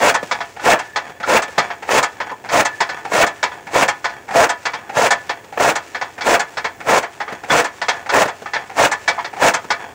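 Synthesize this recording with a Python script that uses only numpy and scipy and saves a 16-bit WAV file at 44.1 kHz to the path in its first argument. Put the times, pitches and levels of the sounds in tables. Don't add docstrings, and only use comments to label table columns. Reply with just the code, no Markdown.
import sys
import numpy as np
from scipy import signal
from scipy.fft import rfft, irfft
from scipy.io import wavfile
from scipy.ndimage import uniform_filter1d, minimum_filter1d

SR = 44100
rng = np.random.default_rng(int(sys.argv[2]) if len(sys.argv) > 2 else 0)


def generate_wav(signal):
    frames = np.transpose(np.atleast_2d(signal))
    scaled = np.clip(frames, -1, 1) * 32767
    pcm = np.round(scaled).astype(np.int16)
    wavfile.write(sys.argv[1], SR, pcm)


N = 438350
T = np.arange(N) / SR

# (time [s], length [s], stalk crunch [dB], crunch growth during the cut [dB],
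# leaf tearing [dB], scrape [dB], grass rustle afterwards [dB], gear singing afterwards [dB])
CUTS = [(0.006, 0.11, -10.5, -1, -18.5, -7.5, -34, -43), (0.637, 0.11, -9, 5, -19, -4.5, -40, -31),
        (1.274, .118, -11.5, 4, -20.5, -7.5, -36, -36), (1.895, 0.11, -11, 2, -19, -8.5, -42, -39),
        (2.516, 0.11, -11, -0.5, -19.5, -12, -38.5, -27), (3.118, 0.13, -13, 0, -20, -10, -37.5, -32),
        (3.732, 0.12, -10.5, 0, -21, -10, -40, -51), (4.343, 0.12, -9.5, -1, -20, -12, -40, -48),
        (4.956, 0.13, -12.5, -4.5, -20.5, -13, -39, -36), (5.590, 0.13, -12, 1, -20.5, -13.5, -36.5, -48),
        (6.249, 0.12, -10.5, 0, -20.5, -9.5, -37.5, -46), (6.873, 0.13, -11.5, -5.5, -21, -34, -37, -49),
        (7.504, .117, -10, -3.5, -19.5, -18, -35, -52), (8.125, 0.12, -9.5, -1, -19.5, -17, -37.5, -49),
        (8.774, 0.1, -10.5, -1.5, -18, -12, -36, -50), (9.408, 0.1, -9, -4.5, -18, -15, -39, -54)]
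# (pitch [Hz], t60 [s], level [dB])
IRON_NOTES = [(611, 0.21, -11), (685, 0.13, 0), (747, 0.11, -3), (823.5, 0.11, 4.5), (957, 0.011, 7.5),
              (979, 0.21, -2.5), (1097, 0.015, 2.5), (1222, 0.093, 6.5), (1261, 0.21, -4),
              (1475, 0.12, 6.5), (1694, 0.019, 6), (1736, 0.21, 2), (1775, 0.18, -1), (1994, 0.082, 5),
              (2295, 0.13, -7), (2660, 0.12, -8), (2700, 0.14, -13), (3250, 0.1, -5.5), (3405, 0.035, -2),
              (3470, 0.021, 0.5), (4370, 0.066, -12.5), (4900, 0.071, -18), (5520, 0.052, -13),
              (5900, 0.047, -13), (6620, 0.043, -8.5)]
# (frequency [Hz], level [dB])
LEAF_SPECTRUM = [(100, -20), (280, -5), (700, 5.5), (1600, 8.5), (2600, 7.5), (3100, 2), (4500, -1),
                 (6000, 0.5), (7400, 0), (8500, -7), (11000, -15), (13500, -30.5), (16000, -25)]
# (frequency [Hz], level [dB])
RATTLE_SPECTRUM = [(50, -29), (120, -14), (300, -9), (600, -6), (800, 6.5), (1050, -10.5), (1600, -4),
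                   (2400, -7.5), (3200, -21), (7000, -26), (10000, -37), (16000, -68)]


def chopping():
    # (time [s], level [dB])
    bites = [(1.274, -15.5), (1.889, -11.5), (3.117, -13), (3.234, 0), (4.349, -14), (5.574, -11.5),
             (6.87, -21), (7.498, -11), (8.781, -17)]
    # (frequency [Hz], level [dB])
    stalk_spectrum = [(30, -38), (55, -31), (100, -18), (170, -17), (220, -12), (310, -4.5), (420, -3.5),
                      (600, 1), (900, -1), (1250, -6), (1650, -6), (2500, -14), (3200, -25), (8000, -45)]
    start, _, crunch_db, growth_db, leaf_db = np.transpose(CUTS)[:5]
    in_bundle = start + 0.019, cut_ends() - 0.019
    crunch = swells(*in_bundle, crunch_db, attack_s=0.031, release_s=0.052, growth_db=growth_db)
    tear = swells(*in_bundle, leaf_db, attack_s=0.037, release_s=0.033, growth_db=3)
    times, db = np.transpose(bites)
    bite = bursts(times, db, hold_s=0.0052, rise_s=0.00095, t60=0.034) * clicks(rate=4500, spread_db=1)
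    snaps = bite + crunch * clicks(rate=1200, spread_db=2.5) * undb(wander(130))
    pops = hollow_stems(crunch * clicks(rate=200, spread_db=2.5))
    fibres = tear * clicks(rate=7000, spread_db=2) * undb(1.6 * wander(200))
    stalks = undb(-2.5) * colour(snaps, stalk_spectrum)
    return stalks + pops + undb(-17.5) * iron(snaps) + undb(1) * colour(fibres, LEAF_SPECTRUM)


def hollow_stems(pops, pitch_hz=643, width_hz=69):
    # (time [s], level [dB])
    thick_stems = [(.035, -3), (0.685, -6), (.715, -9), (2.539, -7), (2.583, -4), (3.151, -8), (3.201, -3),
                   (4.359, -2), (4.385, -5), (4.409, -2), (4.99, -10), (6.91, -7.5), (8.848, -5),
                   (9.45, -2)]
    sliding_hz = pitch_hz * np.exp(0.11 * wander(45))
    tone = np.exp(2j * np.pi * np.cumsum(sliding_hz) / SR)
    decay = np.exp(-np.pi * width_hz / SR)
    thin = tone * signal.lfilter([np.sqrt(2 * (1 - decay ** 2))], [1, -decay], pops / tone)
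    times, db = np.transpose(thick_stems)
    thick = tone * bursts(times, db, hold_s=0.009, rise_s=0.0031, t60=0.072)
    return (undb(-8) * thin + undb(-4) * thick).imag


def scraping(lead_s=0.04):
    # (frequency [Hz], level [dB])
    edge_spectrum = [(40, -7), (100, -46), (300, -34), (800, 6), (1200, 1), (1650, 7.5), (2200, 3.5),
                     (2780, 3.5), (3050, -9), (4200, -9.5), (7200, -18), (9500, -17.5), (13500, -52),
                     (16000, -21)]
    scrape_db = np.transpose(CUTS)[5]
    pressure = bursts(cut_ends() - lead_s, scrape_db, hold_s=0.023, rise_s=0.024, t60=0.045)
    rub = pressure * clicks(rate=2700, spread_db=-0.5)
    return undb(-0.5) * colour(rub, edge_spectrum) + undb(-3.5) * iron(rub)


def gear_knocks(hold_s=0.013):
    # (time [s], level [dB], brightness [dB], ring relative to the level [dB],
    # favoured pitch [Hz])
    knocks = [(0.14, -2.5, -0.5, -18, 1730), (.311, -6, 3, -12, 1050), (.404, -11.5, -3, -13, 1470),
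              (.595, -25, 2, -6, 1300), (.788, -12.5, 0.5, -12, 1740), (.959, -6.5, 2.5, -13, 1300),
              (1.23, -18.5, 2.5, -8, 1330), (1.419, -9.5, 2, -11.5, 840), (1.580, -2.5, 1.5, -12, 700),
              (1.701, -10.5, -15, -24, 824), (2.026, -5.5, 5, -9.5, 842), (2.201, -8, -8.5, -25, 1570),
              (2.294, -21, -16, -10, 980), (2.488, -13.5, 2, -15, 1640), (2.649, -7, 4, -8.5, 1740),
              (2.803, -1, 0, -24, 930), (2.89, -11.5, 1, -15.5, 1710), (2.965, -29, -16, -7, 1480),
              (3.263, -9, 2.5, -13, 810), (3.428, -3.5, 3, -15, 787), (3.517, -21.5, -14, -12, 2270),
              (3.879, -3.5, 1.5, -13.5, 860), (4.042, -5.5, -0.5, -17.5, 690), (4.093, -26, 5, -10, 1750),
              (4.490, -6.5, 3, -7, 830), (4.653, -5, 1, -17, 1750), (4.734, -10.5, -1.5, -29, 1900),
              (5.105, 0, 3.5, -8.5, 820), (5.293, -7.5, -1, -16.5, 1530), (5.753, -7.5, 2.5, -12.5, 900),
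              (5.946, -11.5, -1, -17, 1770), (6.012, -10, -1.5, -15.5, 920), (6.208, -15, 8, -13, 1490),
              (6.393, -5, 1, -16, 820), (6.57, -8.5, 0, -17, 1310), (6.643, -6.5, -2, -22, 1830),
              (7.024, -10.5, -6, -14, 890), (7.202, -11, -4, -15, 680), (7.278, -15, -22, -14.5, 1200),
              (7.325, -25.5, -16, -10, 830), (7.502, -11.5, 5.5, -5.5, 1220), (7.641, -7.5, -0.5, -19, 890),
              (7.815, -8.5, 1, -15.5, 2010), (7.883, -2, 2, -17, 1830), (8.091, -11, 7, -8.5, 1480),
              (8.275, -11, -3, -18, 842), (8.458, -18, -7, -9, 1240), (8.534, -12.5, 5.5, -8.5, 1740),
              (8.556, -7, -19, -28, 1700), (8.913, -6.5, 2.5, -11.5, 1760), (9.077, -1.5, 2.5, -15, 1690),
              (9.188, -13, -23, -23, 778), (9.244, -12, 0.5, -24, 1750), (9.536, -3, 1.5, -17, 1240),
              (9.703, -5, 3.5, -12, 1200)]
    # (frequency [Hz], level [dB])
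    clack_spectrum = [(40, -55), (100, -15), (200, -15), (400, -5), (750, 3), (1400, 0), (2100, 0),
                      (2800, -12), (5000, -19), (9000, -47), (16000, -66)]
    clink_spectrum = [(200, -30), (1500, -9.5), (2300, 10), (2950, -2), (3450, 2), (3900, 4), (4400, 6),
                      (5400, 3), (6200, -4.5), (9000, -26), (16000, -54)]
    tick_spectrum = [(200, -39), (1500, 3), (4000, -14.5), (6000, 5), (7400, 5.5), (8300, -2), (9000, -8.5),
                     (13000, -30), (16000, -34)]
    times, db, bright_db, ring_db, pitch_hz = np.transpose(knocks)
    loaded = np.abs(times[:, None] - cut_ends()).min(axis=1) < 0.08
    rise_s = np.where(loaded, 0.0075, 0.002)
    clink_db = db + bright_db + np.where(loaded, -19, -14)
    free_tick_db = -27 + 0.7 * (db + 8)
    tick_db = db + bright_db + np.where(loaded, -17.5, free_tick_db)
    chatter = bursts(times, db, hold_s + 0.52 * rise_s, rise_s, t60=0.13) * clicks(rate=5000, spread_db=2)
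    clink = bursts(times, clink_db, hold_s, rise_s=0.0016, t60=0.1) * clicks(rate=6700, spread_db=2.5)
    tick = bursts(times, tick_db, hold_s, rise_s=0.0044, t60=0.071) * clicks(rate=9000, spread_db=2)
    ringing = np.zeros(N + SR)
    for start, level_db, hz, build_s in zip((times * SR).astype(int), db + ring_db, pitch_hz, rise_s):
        tone = undb(level_db) * frame_ring(hz, build_s)
        ringing[start:start + len(tone)] += tone
    contact = undb(-12.5) * colour(chatter, clack_spectrum)
    contact += colour(undb(-6.5) * clink + undb(-6) * iron(clink), clink_spectrum)
    contact += undb(-4) * colour(tick, tick_spectrum)
    return contact + undb(-18.5) * iron(chatter) + undb(11.5) * ringing[:N]


def frame_ring(pitch_hz, build_s, favour_db=5, scatter_db=3):
    t = T[:SR // 3]
    hz, t60, db = np.transpose(IRON_NOTES)[:, :, None]
    strength, detune, phase = rng.standard_normal((len(IRON_NOTES), 3)).T[:, :, None]
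    nearness = np.exp(-(np.log(hz / pitch_hz) / 0.1) ** 2)
    gain = undb(db + scatter_db * strength + favour_db * nearness)
    notes = undb(-60 * t / t60) * np.sin(2 * np.pi * (hz * (1 + 0.006 * detune) * t + phase))
    build_up = 1 - np.exp(-t / build_s)
    return build_up * np.sum(gain * notes, axis=0) / np.linalg.norm(gain)


def iron(force):
    t = T[:SR // 2]
    response = np.zeros(len(t))
    for k, (hz, t60, db) in enumerate(IRON_NOTES):
        fade = undb(db - 60 * t / t60) / np.sqrt(t60)
        response += (-1) ** k * fade * np.sin(2 * np.pi * hz * t)
    return signal.fftconvolve(force, response / np.linalg.norm(response))[:N]


def crank(note_hz=785, width_hz=45):
    # (time [s], level [dB])
    clunks = [(0.562, -11.5), (1.199, -7.5), (1.822, -6.5), (2.439, -7), (3.047, -5.5), (3.666, -10.5),
              (4.281, -7), (4.306, -3.5), (4.89, -9), (5.522, -11), (6.177, -9), (6.802, -9), (7.433, -8.5),
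              (8.058, -9), (8.694, -9.5), (9.329, -10.5), (9.363, -9)]
    times, db = np.transpose(clunks)
    rattle = bursts(times, db, hold_s=0.0099, rise_s=0.0039, t60=0.14) * clicks(rate=1800, spread_db=1.5)
    return undb(-19) * colour(rattle, RATTLE_SPECTRUM) + undb(-5) * resonate(rattle, note_hz, width_hz)


def falling_chaff():
    # (time [s], level [dB])
    drops = [(0.227, -17), (1.092, -28), (1.478, -23), (1.578, -8), (2.313, -26), (2.989, -45),
             (5.442, -30), (7.323, -20), (8.254, -14), (8.418, -26), (9.642, -25.5)]
    # (frequency [Hz], level [dB])
    pat_spectrum = [(30, -30), (60, -18), (130, -9), (300, -2), (650, 0), (1100, -5), (2500, -16),
                    (7000, -28), (16000, -50)]
    times, db = np.transpose(drops)
    pats = bursts(times, db, hold_s=0.0034, rise_s=0.0033, t60=0.074) * clicks(rate=2000, spread_db=1.5)
    return undb(-2) * colour(pats, pat_spectrum)


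def dry_bearing(width_hz=200):
    # (time [s], level [dB], pitch [Hz])
    chirps = [(1.230, -18.5, 1360), (1.258, -39, 1650), (2.311, -23, 950), (7.5, -19, 3420),
              (8.090, -17, 1430), (9.178, -13, 907), (9.177, -28, 2180)]
    out = np.zeros(N)
    for time, db, hz in chirps:
        slips = resonate(rng.standard_normal(N), hz, width_hz)
        slips = resonate(slips, hz, width_hz)
        out += bursts([time], [db], hold_s=0.011, rise_s=0.007, t60=0.079) * slips / np.std(slips)
    return undb(1) * out


def gear_singing(note_hz=1742, width_hz=18, delay_s=0.028, hold_s=0.044):
    tone = resonate(clicks(rate=200, spread_db=3), note_hz, width_hz)
    start = cut_ends() + delay_s
    singing_db = np.transpose(CUTS)[7]
    loudness = swells(start, start + hold_s, singing_db, attack_s=0.04, release_s=0.51)
    return undb(-9) * loudness * tone / np.std(tone)


def gear_grinding(hold_s=0.017, idle_db=-42.5):
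    # (time [s], level [dB])
    grinds = [(.385, -27), (1.06, -26.5), (1.65, -23), (2.27, -28), (2.95, -26.5), (3.55, -32),
              (4.13, -30.5), (4.80, -30), (5.37, -34), (6.08, -35), (6.71, -41), (7.34, -28), (7.97, -25),
              (8.61, -30), (9.16, -27), (9.82, -26)]
    times, db = np.transpose(grinds)
    hard_slide = swells(times - hold_s / 2, times + hold_s / 2, db, attack_s=0.14, release_s=0.11)
    slide = np.hypot(hard_slide, undb(idle_db))
    grit = slide * undb(wander(30)) * clicks(rate=580, spread_db=6)
    return undb(-9) * iron(grit) + undb(-7.5) * colour(grit, RATTLE_SPECTRUM)


def feed_rollers():
    rustle_db = np.transpose(CUTS)[6]
    pull = swells(cut_ends() + 0.12, cut_ends() + 0.073, rustle_db, attack_s=0.083, release_s=0.99)
    rustle = pull * undb(2 * wander(22)) * clicks(rate=1700, spread_db=1)
    return undb(-5.5) * colour(rustle, LEAF_SPECTRUM)


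def wall_echoes(x, near_db=-13, near_t60=0.011, far_db=-22.5, far_t60=0.32, far_cutoff_hz=2810):
    t = T[:SR // 2]
    near = rng.standard_normal(len(t)) * (t > 0.002) * undb(-60 * t / near_t60)
    far = rng.standard_normal(len(t)) * (t > 0.002) * undb(-60 * t / far_t60)
    far = signal.sosfilt(signal.butter(1, far_cutoff_hz, fs=SR, output="sos"), far)
    response = undb(near_db) * near / np.linalg.norm(near) + undb(far_db) * far / np.linalg.norm(far)
    return x + signal.fftconvolve(x, response)[:N]


def yard():
    # (frequency [Hz], level [dB])
    yard_spectrum = [(20, -31), (50, -8), (100, 2), (200, -7.5), (400, 1), (800, -8), (2000, -42),
                     (4000, -53), (7000, -23), (12000, -37.5), (16000, -37)]
    return undb(-45 + wander(2.8)) * colour(rng.standard_normal(N), yard_spectrum)


def cut_ends():
    start, length = np.transpose(CUTS)[:2]
    return start + length


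def undb(db):
    return 10 ** (np.asarray(db) / 20)


def clicks(rate, spread_db):
    size = undb(spread_db * np.clip(rng.standard_normal(N), -2, 2))
    x = (rng.random(N) < rate / SR) * rng.choice([-1, 1], N) * size
    return x / np.std(x)


def wander(rate):
    return np.interp(T * rate, np.arange(4096), rng.standard_normal(4096))


def bursts(times, levels_db, hold_s, rise_s, t60):
    power = np.zeros(N)
    for time, db, hold, rise in zip(*np.broadcast_arrays(times, levels_db, hold_s, rise_s)):
        start = max(int(time * SR), 0)
        t = T[:min(SR // 2, N - start)]
        fade = undb(db - 60 * np.maximum(t - hold, 0) / t60)
        power[start:start + len(t)] += (np.minimum(t / rise, 1) * fade) ** 2
    return np.sqrt(power)


def swells(starts, ends, levels_db, attack_s, release_s, growth_db=0):
    power = np.zeros(N)
    for start, end, db, growth in zip(*np.broadcast_arrays(starts, ends, levels_db, growth_db)):
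        drop_db = 20 * (np.maximum(start - T, 0) / attack_s + np.maximum(T - end, 0) / release_s)
        audible = drop_db < 80
        progress = np.interp(T[audible], [start, end], [-0.5, 0.5])
        power[audible] += undb(db + growth * progress - drop_db[audible]) ** 2
    return np.sqrt(power)


def resonate(x, pitch_hz, width_hz):
    return signal.lfilter(*signal.iirpeak(pitch_hz, pitch_hz / width_hz, fs=SR), x)


def colour(x, spectrum, size=4096):
    hz, db = np.transpose(spectrum)
    grid_hz = np.maximum(np.fft.rfftfreq(size, 1 / SR), 1)
    gain = undb(np.interp(np.log(grid_hz), np.log(hz), db))
    cepstrum = irfft(np.log(gain))
    cepstrum[1:size // 2] *= 2
    cepstrum[size // 2 + 1:] = 0
    response = irfft(np.exp(rfft(cepstrum)))
    return signal.fftconvolve(x, response / np.linalg.norm(response))[:N]


def scene():
    machine = chopping() + scraping() + gear_knocks() + dry_bearing() + gear_singing()
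    machine += crank() + falling_chaff() + gear_grinding() + feed_rollers()
    return (wall_echoes(machine) + yard())[None]


def record(dry, port_hz=15200, port_db=12, bass_cut_hz=70, ceiling=0.74, top_hz=15700):
    port_ring = undb(port_db) * resonate(dry, port_hz, port_hz / 14)
    x = signal.sosfilt(signal.butter(1, bass_cut_hz, "high", fs=SR, output="sos"), dry + port_ring)
    gain = minimum_filter1d(ceiling / np.maximum(np.abs(x), ceiling), size=40)
    x = x * uniform_filter1d(gain, size=40)
    return signal.sosfilt(signal.ellip(10, 0.2, 80, top_hz, fs=SR, output="sos"), x)


dry = scene()
out = record(dry)
generate_wav(out)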